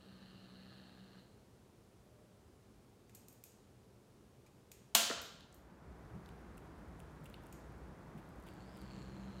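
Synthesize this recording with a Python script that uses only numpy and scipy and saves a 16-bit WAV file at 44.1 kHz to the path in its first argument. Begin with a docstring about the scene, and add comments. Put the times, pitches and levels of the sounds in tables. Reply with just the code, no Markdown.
"""Kitten on a concrete floor

One microphone in a large, live room, quiet ventilation behind. A kitten growls faintly, its slow vocal
folds giving a chest tone and a rasp. It drops a small plastic toy, taps it about and bats it hard into
furniture, which rings. An appliance hum comes up; the kitten nibbles and paws at a toy and growls again."""
import sys
import numpy as np
from scipy import signal
from scipy.fft import rfft, irfft, next_fast_len
from scipy.io import wavfile
from scipy.ndimage import map_coordinates

SR = 44100
rng = np.random.default_rng(int(sys.argv[2]) if len(sys.argv) > 2 else 0)


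def transcribe(u):
    """Save the signal u as a 16-bit wav file named by the first command-line argument.

    u: samples, shape (n,) or (channels, n), limited to [-1, 1]; the rate is SR.
    q: integer samples, one column per channel.
    """
    v = np.clip(np.atleast_2d(u).T, -1, 1)
    q = np.round(v * 32767).astype(np.int16)
    wavfile.write(sys.argv[1], SR, q)


N = 414540

# reverberation of the bare room: (frequency [Hz], t60 [s])
ROOM_DECAY = [(150, 0.45), (600, 0.81), (1500, 0.71), (4000, 0.84), (7500, 0.59), (11000, 0.36),
              (15000, 0.32)]
# room tone by the sofa and by the appliance: (frequency [Hz], level [dB])
SOFA_AIR = [(25, -37.5), (45, -8), (85, -5), (120, -1.5), (160, -10), (195, -4.5), (300, -11.5), (400, -9),
            (610, -17), (780, -19), (2030, -30), (8970, -35.5), (15800, -42.5)]
APPLIANCE_AIR = [(25, -35), (50, -1), (110, -6), (175, -3), (250, -10), (320, -8), (500, -13.5),
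                 (1000, -17), (1550, -21), (2890, -35), (9720, -44), (15800, -50)]
# their balance at the microphone: (time [s], sofa [dB], appliance [dB])
AIR_LEVELS = [(0, -63.5, -100), (4.9, -64, -90), (5.3, -65, -66), (5.65, -71, -60.5), (6.05, -79, -55.5),
              (9.4, -89, -54.5)]
# growls, pitch and levels at full effort:
# (start [s], end [s], swell [s], third harmonic [Hz], chest [dB], rasp [dB])
GROWLS = [(-.1, 1.19, 0.11, 189.2, -60.8, -69), (8.5, 9.45, .42, 194, -53.3, -69.3)]
# throat and mouth resonances of each growl: (frequency [Hz], width [Hz], level [dB])
FIRST_THROAT = [(565, 400, -1), (1255, 150, 1), (1655, 310, -0.5), (2880, 500, -4), (3700, 300, -10),
                (4140, 520, 0)]
SECOND_THROAT = [(1590, 550, -5), (2650, 1300, -2.5), (4190, 250, 4.5), (6900, 1200, -9)]
# chest tone of each growl: (harmonic [number], level [dB])
FIRST_CHEST = [(2, -14.5), (3, -4), (4, -16.5), (5, -18)]
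SECOND_CHEST = [(1, -9.5), (2, -5), (3, -1), (5, -14.5)]
# mouth shape: (time [s], scale of its resonances [ratio])
MOUTH_SHAPE = [(1.3, 1), (8.4, 1.15), (8.62, 1.04), (8.74, 1.24), (8.82, 1.07), (9.3, .98)]
# the toy hops on the floor: (time [s], level [dB], brightness [dB/octave], length [s])
TAPS = [(3.095, -55.5, -2.5, .013), (3.148, -47.5, 3.5, .038), (3.2835, -45.5, 4.5, .011),
        (3.326, -57, 7, .03), (3.4385, -39.5, 3.5, .008), (4.461, -62, -5, .065), (4.716, -44.5, 0, .019),
        (5.216, -42, 5, .02), (5.543, -53, 8, .02), (7.525, -49.5, 0.5, .024)]
# spectrum of the plastic toy: (frequency [Hz], level [dB])
TOY_COLOUR = [(500, -22.5), (1700, -9), (2450, -1), (3400, -6.5), (5800, -4), (6900, 0), (7600, -3),
              (8300, -3), (10500, -7), (12800, -3.5), (16000, -11)]
# its resonances: (frequency [Hz], half-width [Hz], lift [dB])
TOY_RESONANCES = [(2500, 120, 2), (6780, 200, 4), (8320, 200, 5), (12650, 350, 5)]
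# contacts of the hard hit: (time [s], level [dB], length [s])
CRASH_CONTACTS = [(4.9482, -21, 0.0044), (4.9495, -11.5, .022), (4.957, -26.5, 0.025)]
# their spectrum: (frequency [Hz], level [dB])
CRASH_COLOUR = [(120, -37), (220, -7.5), (340, -14.5), (520, -8.5), (680, -3), (820, -9.5), (1000, -7),
                (2200, -7), (2850, -0.5), (4200, -2), (5500, -4.5), (6900, -0.5), (8600, -6), (15500, -7.5)]
# blows that set the furniture ringing: (time [s], level [dB], treble cutoff [Hz])
BLOWS = [(4.9494, -39, 20000), (5.1, -46, 1500)]
# modes of the furniture: (frequency [Hz], level [dB], t60 [s])
FURNITURE_MODES = [(221, -10, .7), (538, -14, .7), (672, -2, .4), (692, -4, .35), (1380, -8, .9),
                   (1580, -8, 1.0), (2538, -9, .4), (2806, -5, .35), (3006, -3, .45), (3092, -3, .8),
                   (3370, -2, .4), (3510, -6, .35), (3742, -6, .35), (4184, 0, .35), (4231, -5, .6),
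                   (4570, -5, .45), (5336, -9, .4), (6352, -6, .3), (7274, -4, .35), (7771, -7, .3),
                   (9636, -8, .3), (10890, -9, .25), (15187, -9, .2)]
# the dull body of the hit, then the knocks that follow: (time [s], level [dB], centre [Hz], length [s])
KNOCKS = [(4.953, -25, 950, 0.021), (5.098, -33, 1300, 0.019), (5.1, -29, 520, 0.018),
          (5.101, -38, 244, 0.036), (5.1105, -29, 1410, 0.017), (5.176, -39, 1430, .025)]
# paws and body: (time [s], level [dB], centre [Hz])
THUMPS = [(5.15, -52.5, 81), (5.7, -53, 189), (5.85, -47.5, 75), (6.11, -44, 100), (6.14, -43, 176),
          (6.84, -48.5, 80), (7.19, -45, 160), (7.8, -48, 70), (8.14, -44.5, 176)]
# claws tick twice on the floor, then teeth catch on the toy:
# (time [s], tick [dB], knock [dB], knock centre [Hz])
CLAW_AND_TOOTH_TICKS = [(5.4073, -60, -51, 4300), (5.5261, -64, -54, 6700), (6.2596, -61, -53, 4200),
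                        (6.289, -57, -51, 2800), (6.5787, -51, -52, 2500), (7.0017, -50.5, -51.5, 3000),
                        (7.2436, -54, -64, 3000), (7.2995, -55, -60, 2800), (7.3412, -57, -42, 3000),
                        (7.436, -59, -74, 3000), (7.4672, -53.5, -70, 3000), (8.7727, -54, -62, 3000),
                        (8.816, -53.5, -55.5, 4000)]
# a claw drags over the toy: (time [s], level [dB], length [s])
SCRAPES = [(7.255, -52.5, .04), (8.174, -64, .1), (8.463, -59, 0.08), (8.485, -57, 0.028)]
# spells of chewing: (start [s], end [s], typical tick [dB])
CHEWING_SPELLS = [(6.3, 7.8, -68.5), (8.2, 8.85, -62)]


def amp(db):
    """Decibels to gain."""
    return 10 ** (np.asarray(db) / 20)


def unit(x):
    """Scale to rms 1."""
    return x / np.sqrt(np.mean(x ** 2) + 1e-20)


def along(points, hz):
    """Interpolate (frequency, value) points on a log axis."""
    freqs, values = np.transpose(points)
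    return np.interp(np.log(hz + 1), np.log(freqs), values)


def curves(rows):
    """One value per sample for each column after the time."""
    times, *columns = np.transpose(rows)
    return [np.interp(np.arange(N) / SR, times, column) for column in columns]


def wobble(rate):
    """A smooth random curve, rate knots a second."""
    return map_coordinates(rng.standard_normal(int(N * rate / SR) + 4), [np.arange(N) * rate / SR])


def filtered(x, colour):
    """Filter x; colour gives dB for each frequency."""
    size = next_fast_len(len(x) + 8192)
    return irfft(rfft(x, size) * amp(colour(np.fft.rfftfreq(size, 1 / SR))), size)[:len(x)]


def noise(colour):
    """Coloured noise of rms 1."""
    return unit(filtered(rng.standard_normal(N), colour))


def room_tail(colour):
    """What bare floor and walls send back to the microphone, at energy 1; the treble dies first."""
    hz, t, spectra = signal.stft(rng.standard_normal(SR), SR, nperseg=256)
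    decay = 1000 ** (-t / along(ROOM_DECAY, hz)[:, None])
    tail = signal.istft(spectra * decay, SR, nperseg=256)[1][:SR]
    tail = filtered(tail, colour) * (1 - np.exp(-np.arange(SR) / SR / .0013))
    return tail / np.linalg.norm(tail)


def burst(colour, length, wet_db):
    """One contact, its force down 60 dB after length seconds; more wet_db sounds farther off."""
    t = np.arange(SR) / SR
    force = 1000 ** (-t / length) * (1 - np.exp(-t * 20 / length))
    # minimum phase: the object rings only after it is touched
    cepstrum = irfft(np.log(amp(colour(np.fft.rfftfreq(SR, 1 / SR)))))
    response = np.exp(rfft(cepstrum * np.r_[1, np.full(SR // 2 - 1, 2), np.zeros(SR // 2)]))
    direct = irfft(rfft(force * rng.standard_normal(SR)) * response)
    return np.linalg.norm(force) * (direct / np.linalg.norm(direct) + amp(wet_db) * room_tail(colour))


def add(track, s, sound):
    """Mix a sound in at time s."""
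    part = track[round(s * SR):][:len(sound)]
    part += sound[:len(part)]


def contacts(rows, skirt_db, depth_db, wet_db):
    """Short contacts, skirt_db down an octave off centre, over a broad click depth_db down."""
    out = np.zeros(N)
    for s, db, centre_hz, length in rows:
        colour = lambda hz: -np.minimum(skirt_db * np.log2((hz + 1) / centre_hz) ** 2, depth_db)
        add(out, s, amp(db) * burst(colour, length, wet_db))
    return out


def room_tone():
    """Quiet ventilation by the sofa gives way to the rush and mains hum of an appliance."""
    sofa_db, appliance_db = curves(AIR_LEVELS)
    hum = amp(-7 + 1.5 * wobble(5)) * np.sin(2 * np.pi * 59.5 * np.arange(N) / SR + .25 * wobble(4))
    ventilation = noise(lambda hz: along(SOFA_AIR, hz))
    rush = noise(lambda hz: along(APPLIANCE_AIR, hz))
    return amp(sofa_db) * ventilation + amp(appliance_db) * (rush + hum)


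def growl(row, throat, chest, jitter, sharpness, breath, wet_db):
    """Slow vocal folds, faint at the microphone: a chest tone, and two rasping puffs a cycle."""
    start, end, swell_s, full_hz, full_chest_db, full_rasp_db = row
    attack_s, release_s = .35, .22  # from and to 60 dB down
    swell_db, hz_per_db, rasp_follow = 9, .6, .55
    t = np.arange(N) / SR
    voiced = amp(-60 * (np.maximum(start - t, 0) / attack_s + np.maximum(t - end, 0) / release_s))
    # the effort swells, then holds; pitch and both levels follow it
    effort_db = -swell_db * (1 - np.clip((t - start) / swell_s, 0, 1))
    pitch_hz = (full_hz + hz_per_db * effort_db) / 3
    rasp_db = full_rasp_db + rasp_follow * effort_db + 1.05 * wobble(8.7)
    phase = 2 * np.pi * np.cumsum(pitch_hz * (1 + .014 * wobble(45))) / SR
    tone = unit(sum(amp(db + 2.7 * wobble(40)) * np.sin(k * phase) for k, db in chest))
    puffs = np.exp(sharpness * (np.cos(2 * phase + jitter * wobble(120)) - 1))
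    puffs *= amp(2 * wobble(120))

    def formants(f):
        power = sum(amp(2 * db) / (1 + ((f - hz) / width * 1.42) ** 2) ** 2 for hz, width, db in throat)
        return 10 * np.log10(1e-9 + power)

    # the resonances slide together as the lips draw back
    clock = np.cumsum(curves(MOUTH_SHAPE)[0])
    air = map_coordinates(noise(formants), [clock % (N - 1)])
    rasp = voiced * amp(rasp_db) * unit(air * (puffs + breath))
    echo = signal.fftconvolve(rasp, room_tail(np.zeros_like))[:N]
    return voiced * amp(full_chest_db + effort_db) * tone + rasp + amp(wet_db) * echo


def faint_tone(peak_s=2.2, length_s=.36, hz=605, db=-72):
    """A soft, nearly pure tone swells and fades in the background."""
    t = np.arange(N) / SR
    swell = np.exp(-((t - peak_s) / (length_s / 2)) ** 4)
    return amp(db) * swell * np.sin(2 * np.pi * hz * t + .5 * wobble(20))


def toy_taps():
    """Plastic ticks on concrete with plenty of room around them; harder corners sound brighter."""
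    out = np.zeros(N)
    ring = lambda f: sum(db / (1 + ((f - hz) / width) ** 2) for hz, width, db in TOY_RESONANCES)
    for s, db, tilt_db, length in TAPS:
        colour = lambda hz: along(TOY_COLOUR, hz) + ring(hz) + tilt_db * np.log2(hz + 1)
        add(out, s, amp(db) * burst(colour, length, wet_db=-1))
    return out


def furniture_crash():
    """The batted toy cracks against furniture, which rings; the whole room answers the crack."""
    out, t = np.zeros(N), np.arange(SR) / SR
    for s, db, length in CRASH_CONTACTS:
        add(out, s, amp(db) * burst(lambda hz: along(CRASH_COLOUR, hz), length, wet_db=1))
    onset = 1 - np.exp(-t / .0005)
    for s, blow_db, cutoff_hz in BLOWS:
        for hz, db, t60 in FURNITURE_MODES:
            gain = amp(blow_db + db) / (1 + (hz / cutoff_hz) ** 6)  # a soft blow reaches only low modes
            mode = np.sin(2 * np.pi * hz * t + rng.uniform(0, 2 * np.pi)) * 1000 ** (-t / t60)
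            add(out, s, gain * mode * onset)
    return out


def knocks():
    """The dull body of the hit, then the knocks that follow it, out in the room."""
    return contacts(KNOCKS, skirt_db=27, depth_db=54.5, wet_db=-2.5)


def paw_thumps(length_s=.2):
    """Paws and body land, close-sounding and low; a padded contact dies slowly."""
    return contacts([(s, db, hz, length_s) for s, db, hz in THUMPS], skirt_db=44, depth_db=68, wet_db=-14)


def claws_and_teeth(tick_hz, tick_s):
    """Claws tick on the floor, then teeth and claws catch on the toy: each a sharp tick and short knock."""
    knock_s, scrape_hz = .009, 2700
    tips = [(s, db, tick_hz, tick_s) for s, db, _, _ in CLAW_AND_TOOTH_TICKS]
    # a lighter tick comes just before; in a bite, this is the other jaw
    tips += [(s - .007, db - 8, tick_hz, tick_s) for s, db, _, _ in CLAW_AND_TOOTH_TICKS]
    tips += [(s, db - 4.5, tick_hz, length) for s, db, length in SCRAPES]
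    bodies = [(s, db, hz, knock_s) for s, _, db, hz in CLAW_AND_TOOTH_TICKS]
    bodies += [(s, db, scrape_hz, length) for s, db, length in SCRAPES]
    ticks = contacts(tips, skirt_db=10, depth_db=26, wet_db=-10)
    return ticks + contacts(bodies, skirt_db=34, depth_db=33, wet_db=-8)


def chewing(tick_hz, tick_s, ticks_per_s=17, spread_db=2.5):
    """Faint ticks of the teeth at random moments, with little room on them."""
    ticks = []
    for start, end, db in CHEWING_SPELLS:
        for when, size in rng.random((int(ticks_per_s * (end - start)), 2)):
            ticks.append((start + when * (end - start), db + spread_db * (2 * size - 1), tick_hz, tick_s))
    return contacts(ticks, skirt_db=12, depth_db=28, wet_db=-10)


def scene():
    """Kitten, toy and room at one microphone; the second growl is drier and sounds nearer."""
    tick_hz, tick_s = 10000, .0085  # the hard tip of a tooth or claw
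    growls = growl(GROWLS[0], FIRST_THROAT, FIRST_CHEST, jitter=.7, sharpness=1.7, breath=.28, wet_db=-3)
    growls += growl(GROWLS[1], SECOND_THROAT, SECOND_CHEST,
                    jitter=.3, sharpness=2.6, breath=.14, wet_db=-7)
    play = knocks() + paw_thumps() + toy_taps() + furniture_crash() + claws_and_teeth(tick_hz, tick_s)
    return (growls + play + room_tone() + chewing(tick_hz, tick_s) + faint_tone())[None]


def record(dry):
    """The recorder keeps nothing above its band limit."""
    top_hz = 15830
    lowpass = signal.firwin(201, top_hz, fs=SR, window="blackman")
    return signal.fftconvolve(dry, lowpass[None], mode="same", axes=1)


dry = scene()
out = record(dry)
transcribe(out)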